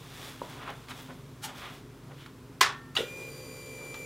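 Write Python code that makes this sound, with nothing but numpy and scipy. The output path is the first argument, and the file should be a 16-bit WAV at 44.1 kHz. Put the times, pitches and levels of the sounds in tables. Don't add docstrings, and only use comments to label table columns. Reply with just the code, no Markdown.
import sys
import numpy as np
from scipy import signal
from scipy.fft import rfft, irfft
from scipy.io import wavfile

SR = 44100
rng = np.random.default_rng(int(sys.argv[2]) if len(sys.argv) > 2 else 0)


def to_wav(sig):
    pcm = np.clip(np.atleast_2d(sig), -1, 1) * 32767
    pcm = np.round(pcm).astype(np.int16)
    wavfile.write(sys.argv[1], SR, pcm.T)


N = 178635
TIME = np.arange(N) / SR
PUMP_START_S = 2.97

# f/Hz, level/dB
TICK_SPECTRUM = [(300, -13), (1200, 5.5), (4000, 4), (9000, -8), (15500, -9)]


def ignition_switch(echo_db=7):
    # t/s, level/dB, time to fade by 60 dB/s
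    hits = [(2.6082, -19, .03), (2.6101, -12, 0.028), (2.6118, -13, 0.027), (2.6134, -9.5, 0.018)]
    # f/Hz, level/dB
    spectrum = [(88, -47), (150, -38), (254, -42), (391, -18.5), (466, -25), (600, -22.5), (805, -16.5),
                (905, -14.5), (1040, -11), (1630, -11.5), (1900, -13), (3550, -15), (4950, -19),
                (5360, -18.5), (7000, -21.5), (13200, -32), (16000, -41)]
    # f/Hz, level/dB, time to fade by 60 dB/s
    notes = [(412, -38, 0.38), (898, -33, 0.038), (1075, -6.5, 0.034), (1058, -28, 0.14), (1130, -29, 0.39),
             (1334, -28, 0.22), (1360, -47, 1.1), (1472, -30.5, 0.33), (1728, -29, 0.25), (1810, -30, 0.2),
             (1810, -41, 0.98), (1990, -22, 0.09), (2026, -19, 0.11), (3025, -32, 0.15), (3420, -32.5, 0.3),
             (4050, -34, 0.11), (3830, -30, 0.16), (4740, -28, 0.17), (5320, -29.5, .2), (5700, -52, 0.2),
             (7050, -44, .16)]
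    snap = blows(hits, spectrum, rise=0.00052)
    click = colour(signal.unit_impulse(N, round(hits[1][0] * SR)), spectrum)
    echo = gain_of(echo_db) * echoes(click, gap=0.008)
    return snap + echo + ring(hits[2][0], notes, rise=0.0012)


def relay():
    # t/s, level/dB, time to fade by 60 dB/s
    hits = [(2.951, -38.5, .03), (2.953, -39.5, .05)]
    # f/Hz, level/dB, time to fade by 60 dB/s
    notes = [(1230, -38, 0.074), (2110, -39, .06), (2700, -43, 0.054), (4580, -33, 0.05), (7000, -40, .05),
             (9100, -46, .05), (12100, -55, .05), (13500, -45, .05)]
    tick = blows(hits, TICK_SPECTRUM, rise=0.0004)
    return with_echoes(tick, echo_db=1) + ring(hits[1][0], notes, rise=0.0014)


def actuator():
    # t/s, level/dB, time to fade by 60 dB/s
    hits = [(2.9635, -29.5, 0.033), (2.966, -28, 0.05), (2.9715, -22.5, 0.037), (2.985, -47, .06),
            (3.001, -55, 0.045), (3.012, -47, 0.031)]
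    # f/Hz, level/dB
    spectrum = [(120, -53), (200, -32), (347, -11), (623, -17), (777, -13.5), (1000, -18), (1940, -12),
                (2560, -14), (2860, -7), (3070, -13), (3900, -10.5), (4350, -19.5), (5800, -26.5),
                (12800, -40), (16000, -44)]
    # f/Hz, level/dB, time to fade by 60 dB/s
    notes = [(794, -36, 0.15), (1437, -38, 0.37), (1925, -29, 0.066), (2880, -14.5, 0.04),
             (3420, -29, 0.076), (3500, -31, 0.12), (3920, -28, 0.093), (4080, -46, 0.086),
             (4990, -39.5, 0.12), (6051, -52, .12), (8700, -51, .12)]
    clack = blows(hits, spectrum, rise=0.00046)
    return with_echoes(clack, echo_db=-3) + ring(hits[1][0], notes, rise=0.00088)


def fuel_pump(swell_s=0.024, cycles_per_turn=36.95):
    hz, load = motor()
    running = np.clip((TIME - PUMP_START_S) / swell_s, 0, 1)
    phase = 2 * np.pi * np.cumsum(hz) / SR
    shaft_angle = phase / cycles_per_turn
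    tones = whine(hz, load, phase, shaft_angle) + purr(shaft_angle) + switching_tone()
    return np.sqrt(2) * running * tones + fuel_hiss(running) + tank_knock()


def motor(start_hz=2066, free_hz=2411, spin_up_s=0.031, load_drop_hz=39, sag_hz_per_s=18):
    age = np.maximum(TIME - PUMP_START_S, 0)
    load = step(3.287, ramp=0.0065)
    run_up = free_hz + (start_hz - free_hz) * np.exp(-age / spin_up_s)
    return run_up - load_drop_hz * load - sag_hz_per_s * age, load


def whine(hz, load, phase, shaft_angle, dead_spot_hz=2365, width_hz=6.6, shimmer_db=0.9):
    # multiple of the pitch, level/dB, change under load/dB, change at the dead spot/dB,
    # flutter depth (0-1)
    harmonics = [(1, -46, 0.5, -13, 0.02), (2, -65, 1.5, 8, 0.04), (3, -62, 5, -3.5, 0.36),
                 (4, -65, 5.5, -0.5, .28), (5, -68.5, 1, 0, .5), (6, -64.5, 2, -2, .6)]
    dead_spot = np.exp(-((hz - dead_spot_hz) / width_hz) ** 2)
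    phase = phase + 0.03 * np.sin(shaft_angle) + 0.05 * drift(70)
    empty_db = -5 * (1 - step(3.078, ramp=0.0024))
    sound = 0
    for k, db, load_db, spot_db, depth in harmonics:
        flutter = 1 + depth * np.sin(shaft_angle + k + 0.56 * drift(10))
        level_db = db + load_db * load + spot_db * dead_spot + (empty_db if k == 1 else 0)
        sound += gain_of(level_db + shimmer_db * drift(28)) * flutter * np.sin(k * phase)
    return sound


def purr(shaft_angle, waver_db=2.5):
    # cycles per turn of the shaft, level/dB; the last two sit just beside the whine
    tones = [(7, -55.5), (8, -55), (9, -61.5), (13, -73), (17, -70), (36, -72), (38, -61.5)]
    return sum(gain_of(db + waver_db * drift(19)) * np.sin(k * shaft_angle + 0.3 * drift(20))
               for k, db in tones)


def switching_tone(hz=2011):
    # multiple of the pitch, level/dB
    harmonics = [(1, -65.5), (2, -73), (3, -65.5), (4, -78)]
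    return sum(gain_of(db + drift(11)) * np.sin(2 * np.pi * k * hz * TIME) for k, db in harmonics)


def fuel_hiss(running, flow_db=-51.5):
    # peak t/s, level/dB, half length/s
    surges = [(3.003, -39.5, 0.031), (3.21, -51, 0.056)]
    # f/Hz, level/dB
    spectrum = [(150, -25), (280, -4.5), (400, 3.5), (560, -7), (700, -12), (1100, -13), (1800, -17),
                (3200, -15.5), (4500, -19), (7000, -19), (10000, -23.5), (15500, -33)]
    flow = np.hypot(running * gain_of(flow_db), humps(surges))
    return colour(grains(spread_db=1) * flow, spectrum)


def tank_knock(wander=0.55):
    # t/s, level/dB, time to fade by 60 dB/s
    jolts = [(2.987, -26.5, 0.062), (3.003, -12.5, 0.024), (3.021, -32, 0.096), (3.035, -31.5, 0.065)]
    # f/Hz, level/dB
    notes = [(365, -7), (451, 0), (580, -8)]
    tank = sum(gain_of(db) * np.sin(2 * np.pi * hz * TIME + wander * drift(67)) for hz, db in notes)
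    return tank * sum(gain_of(db) * dying(s, t60, rise=0.002) for s, db, t60 in jolts)


def shoes(heel_s=0.4172, fade_ratio=0.78):
    # peak t/s, level/dB, swell time/s, treble tilt/(dB per octave)
    scuffs = [(.53, -51, 0.1, -2), (.63, -45.5, 0.033, -1.5), (.695, -37, 0.027, -3.5),
              (0.913, -41, 0.016, 0.1), (1.107, -43.5, 0.017, -5.5), (1.495, -47, 0.026, -1.5),
              (1.655, -42, 0.069, 0), (2.119, -48, 0.021, -6), (2.215, -52.5, 0.052, 4),
              (3.83, -51.5, 0.037, -7)]
    # f/Hz, level/dB
    spectrum = [(200, -37), (400, -15), (560, -6.5), (800, -6.5), (1200, -2.5), (1700, -6), (2300, -7),
                (2900, -10), (3400, -7), (4300, -18), (8000, -31), (15500, -38)]
    # f/Hz, level/dB, time to fade by 60 dB/s
    heel_notes = [(476, -21.5, 0.012), (587, -19, 0.012), (930, -16, 0.013)]
    grit = grains(spread_db=1.5)
    soles = sum(colour(grit * gain_of(db) * stroke(s, swell, fade_ratio * swell), spectrum, tilt)
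                for s, db, swell, tilt in scuffs)
    heel = ring(heel_s, heel_notes, rise=0.0012)
    return with_echoes(soles, echo_db=-9) + with_echoes(heel, echo_db=-7.5)


def small_ticks():
    # t/s, level/dB, time to fade by 60 dB/s, treble tilt/(dB per octave)
    taps = [(.499, -43, .012, 7), (0.703, -40.5, 0.014, 2.5), (0.885, -38, .022, -3.5),
            (0.91, -38, 0.013, -1.5), (1.021, -42, 0.033, 14), (2.261, -41.5, 0.031, -4),
            (3.942, -39.5, 0.075, -2.5)]
    ticks = sum(blows([(s, db, t60)], TICK_SPECTRUM, tilt) for s, db, t60, tilt in taps)
    return with_echoes(ticks, echo_db=-9)


def clothes(stir_db=-52.5, settle_db_per_s=8, fade_ratio=0.99):
    # peak t/s, level/dB, swell time/s
    rubs = [(.26, -46.5, 0.12), (.53, -52.5, .06), (.99, -48, 0.076), (1.58, -49.5, 0.059),
            (1.74, -52, 0.057), (2.24, -66, .04)]
    # f/Hz, level/dB
    spectrum = [(250, -14), (420, -3.5), (600, -4.5), (1000, -2.5), (2200, -5), (3000, -6.5), (3450, -2),
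                (4200, -8.5), (8000, -14), (15500, -19)]
    moves = sum(gain_of(db) * stroke(s, swell, fade_ratio * swell) for s, db, swell in rubs)
    rubbing = np.hypot(moves, gain_of(stir_db - settle_db_per_s * TIME))
    return colour(grains(spread_db=1.5) * rubbing * gain_of(drift(8.7)), spectrum)


def trouser_legs():
    # peak t/s, level/dB, half length/s
    swishes = [(0.903, -48, 0.015), (1.447, -36, 0.017)]
    # f/Hz, level/dB
    spectrum = [(400, -20), (620, -17), (850, 3.5), (1080, -16), (1350, 1), (1700, -8.5), (2700, -8),
                (3200, -3.5), (4400, -8.5), (7000, -9.5), (12000, -13), (15500, -18)]
    return with_echoes(colour(humps(swishes) * rng.standard_normal(N), spectrum), echo_db=-6.5)


def garage_hum(air_db=-51):
    # f/Hz, level/dB, waver/dB
    tones = [(45.3, -64, -2), (118.4, -57, 1), (139.8, -57, 2.5), (168.5, -68, 5), (258.7, -63.5, 4.5),
             (413.7, -66.5, 4)]
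    # f/Hz, level/dB
    spectrum = [(18, -37), (42, -21), (65, -11), (90, -10.5), (131, -6.5), (215, -13.5), (259, -5),
                (319, -14.5), (355, -10), (569, -21.5), (616, -21), (760, -25.5), (1010, -21), (2010, -30),
                (2680, -31.5), (16000, -43.5)]
    hum = 0
    for hz, db, waver_db in tones:
        level = gain_of(db + waver_db * drift(4.9))
        wander = hz / 400 * drift(9.6)
        hum += level * np.sin(2 * np.pi * (hz * TIME + rng.random()) + wander)
    return np.sqrt(2) * hum + gain_of(air_db) * colour(rng.standard_normal(N), spectrum)


def echoes(x, gap=0.0033):
    # f/Hz, time to fade by 60 dB/s
    fade_times = [(250, 0.33), (800, 0.38), (2000, 0.3), (5500, .24), (14000, 0.14)]
    count = SR // 2
    signs = rng.choice([-1., 1.], count)
    bounces = signs * (rng.random(count) < 4000 / SR) * (TIME[:count] > gap)
    hz, t, bands = signal.stft(bounces, SR, nperseg=256)
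    fade = gain_of(-60 * t / value_at(fade_times, hz)[:, None])
    tail = signal.istft(bands * fade, SR, nperseg=256)[1]
    return signal.oaconvolve(x, tail / np.linalg.norm(tail))[:N]


def with_echoes(x, echo_db):
    return x + gain_of(echo_db) * echoes(x)


def blows(hits, spectrum, tilt_db=0, rise=0.00028):
    force = np.sqrt(sum((gain_of(db) * dying(s, t60, rise)) ** 2 for s, db, t60 in hits))
    return colour(force * rng.choice([-1., 1.], N), spectrum, tilt_db)


def ring(s, notes, rise):
    return sum(gain_of(db) * dying(s, t60, rise) * np.sin(2 * np.pi * hz * (TIME - s))
               for hz, db, t60 in notes)


def grains(spread_db, per_s=3000):
    size = gain_of(spread_db * np.minimum(rng.exponential(1, N), 4))
    slips = rng.standard_normal(N) * size * (rng.random(N) < per_s / SR)
    return evened(evened(slips) + rng.standard_normal(N))


def colour(x, spectrum, tilt_db=0, size=4096):
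    hz = abs(np.fft.fftfreq(size, 1 / SR))
    db = value_at(spectrum, hz) + tilt_db * np.log2(np.maximum(hz, 200) / 1000)
    log_gain = np.log(gain_of(np.maximum(db, -100)))
    taps = np.fft.ifft(np.exp(signal.hilbert(log_gain).conj())).real[:size // 2]
    return signal.oaconvolve(x, taps / np.linalg.norm(taps))[:N]


def dying(s, t60, rise):
    age = np.maximum(TIME - s, 0)
    return (1 - np.exp(-age / rise)) * np.exp(-np.minimum(np.log(1000) * age / t60, 50))


def stroke(s, swell, fade):
    return np.exp(np.maximum(np.minimum((TIME - s) / swell, (s - TIME) / fade), -30))


def humps(rows):
    return sum(gain_of(db) * np.exp(-((TIME - s) / half) ** 2) for s, db, half in rows)


def step(s, ramp):
    return 0.5 + 0.5 * np.tanh((TIME - s) / (2 * ramp))


def drift(rate_hz):
    hz = np.fft.rfftfreq(N, 1 / SR)
    return evened(irfft(rfft(rng.standard_normal(N)) * np.exp(-(hz / rate_hz) ** 2), N))


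def value_at(points, hz):
    f, value = np.transpose(points)
    return np.interp(np.log(hz + 1), np.log(f + 1), value)


def evened(x):
    return x / np.sqrt(np.mean(x ** 2) + 1e-20)


def gain_of(db):
    return 10 ** (np.asarray(db) / 20)


def scene(hiss_db=-72, echo_db=-40, hum_db=-36):
    # f/Hz, level/dB
    hiss_spectrum = [(40, 22), (300, 9.5), (2000, 4.5), (15500, 5.5)]
    man = shoes() + small_ticks() + clothes() + trouser_legs()
    sounds = man + ignition_switch() + relay() + actuator() + fuel_pump()
    middle = sounds + garage_hum()
    side = gain_of(echo_db) * echoes(sounds) + gain_of(hum_db) * garage_hum()
    side += gain_of(hiss_db) * colour(rng.standard_normal(N), hiss_spectrum)
    return np.array([middle + side, middle - side])


def record(dry, low_hz=38, high_hz=15850):
    thin = signal.sosfilt(signal.butter(6, low_hz, "highpass", fs=SR, output="sos"), dry)
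    treble_cut = signal.firwin(511, high_hz, window=("kaiser", 9), fs=SR)
    return signal.oaconvolve(thin, treble_cut[None], "same")


dry = scene()
out = record(dry)
to_wav(out)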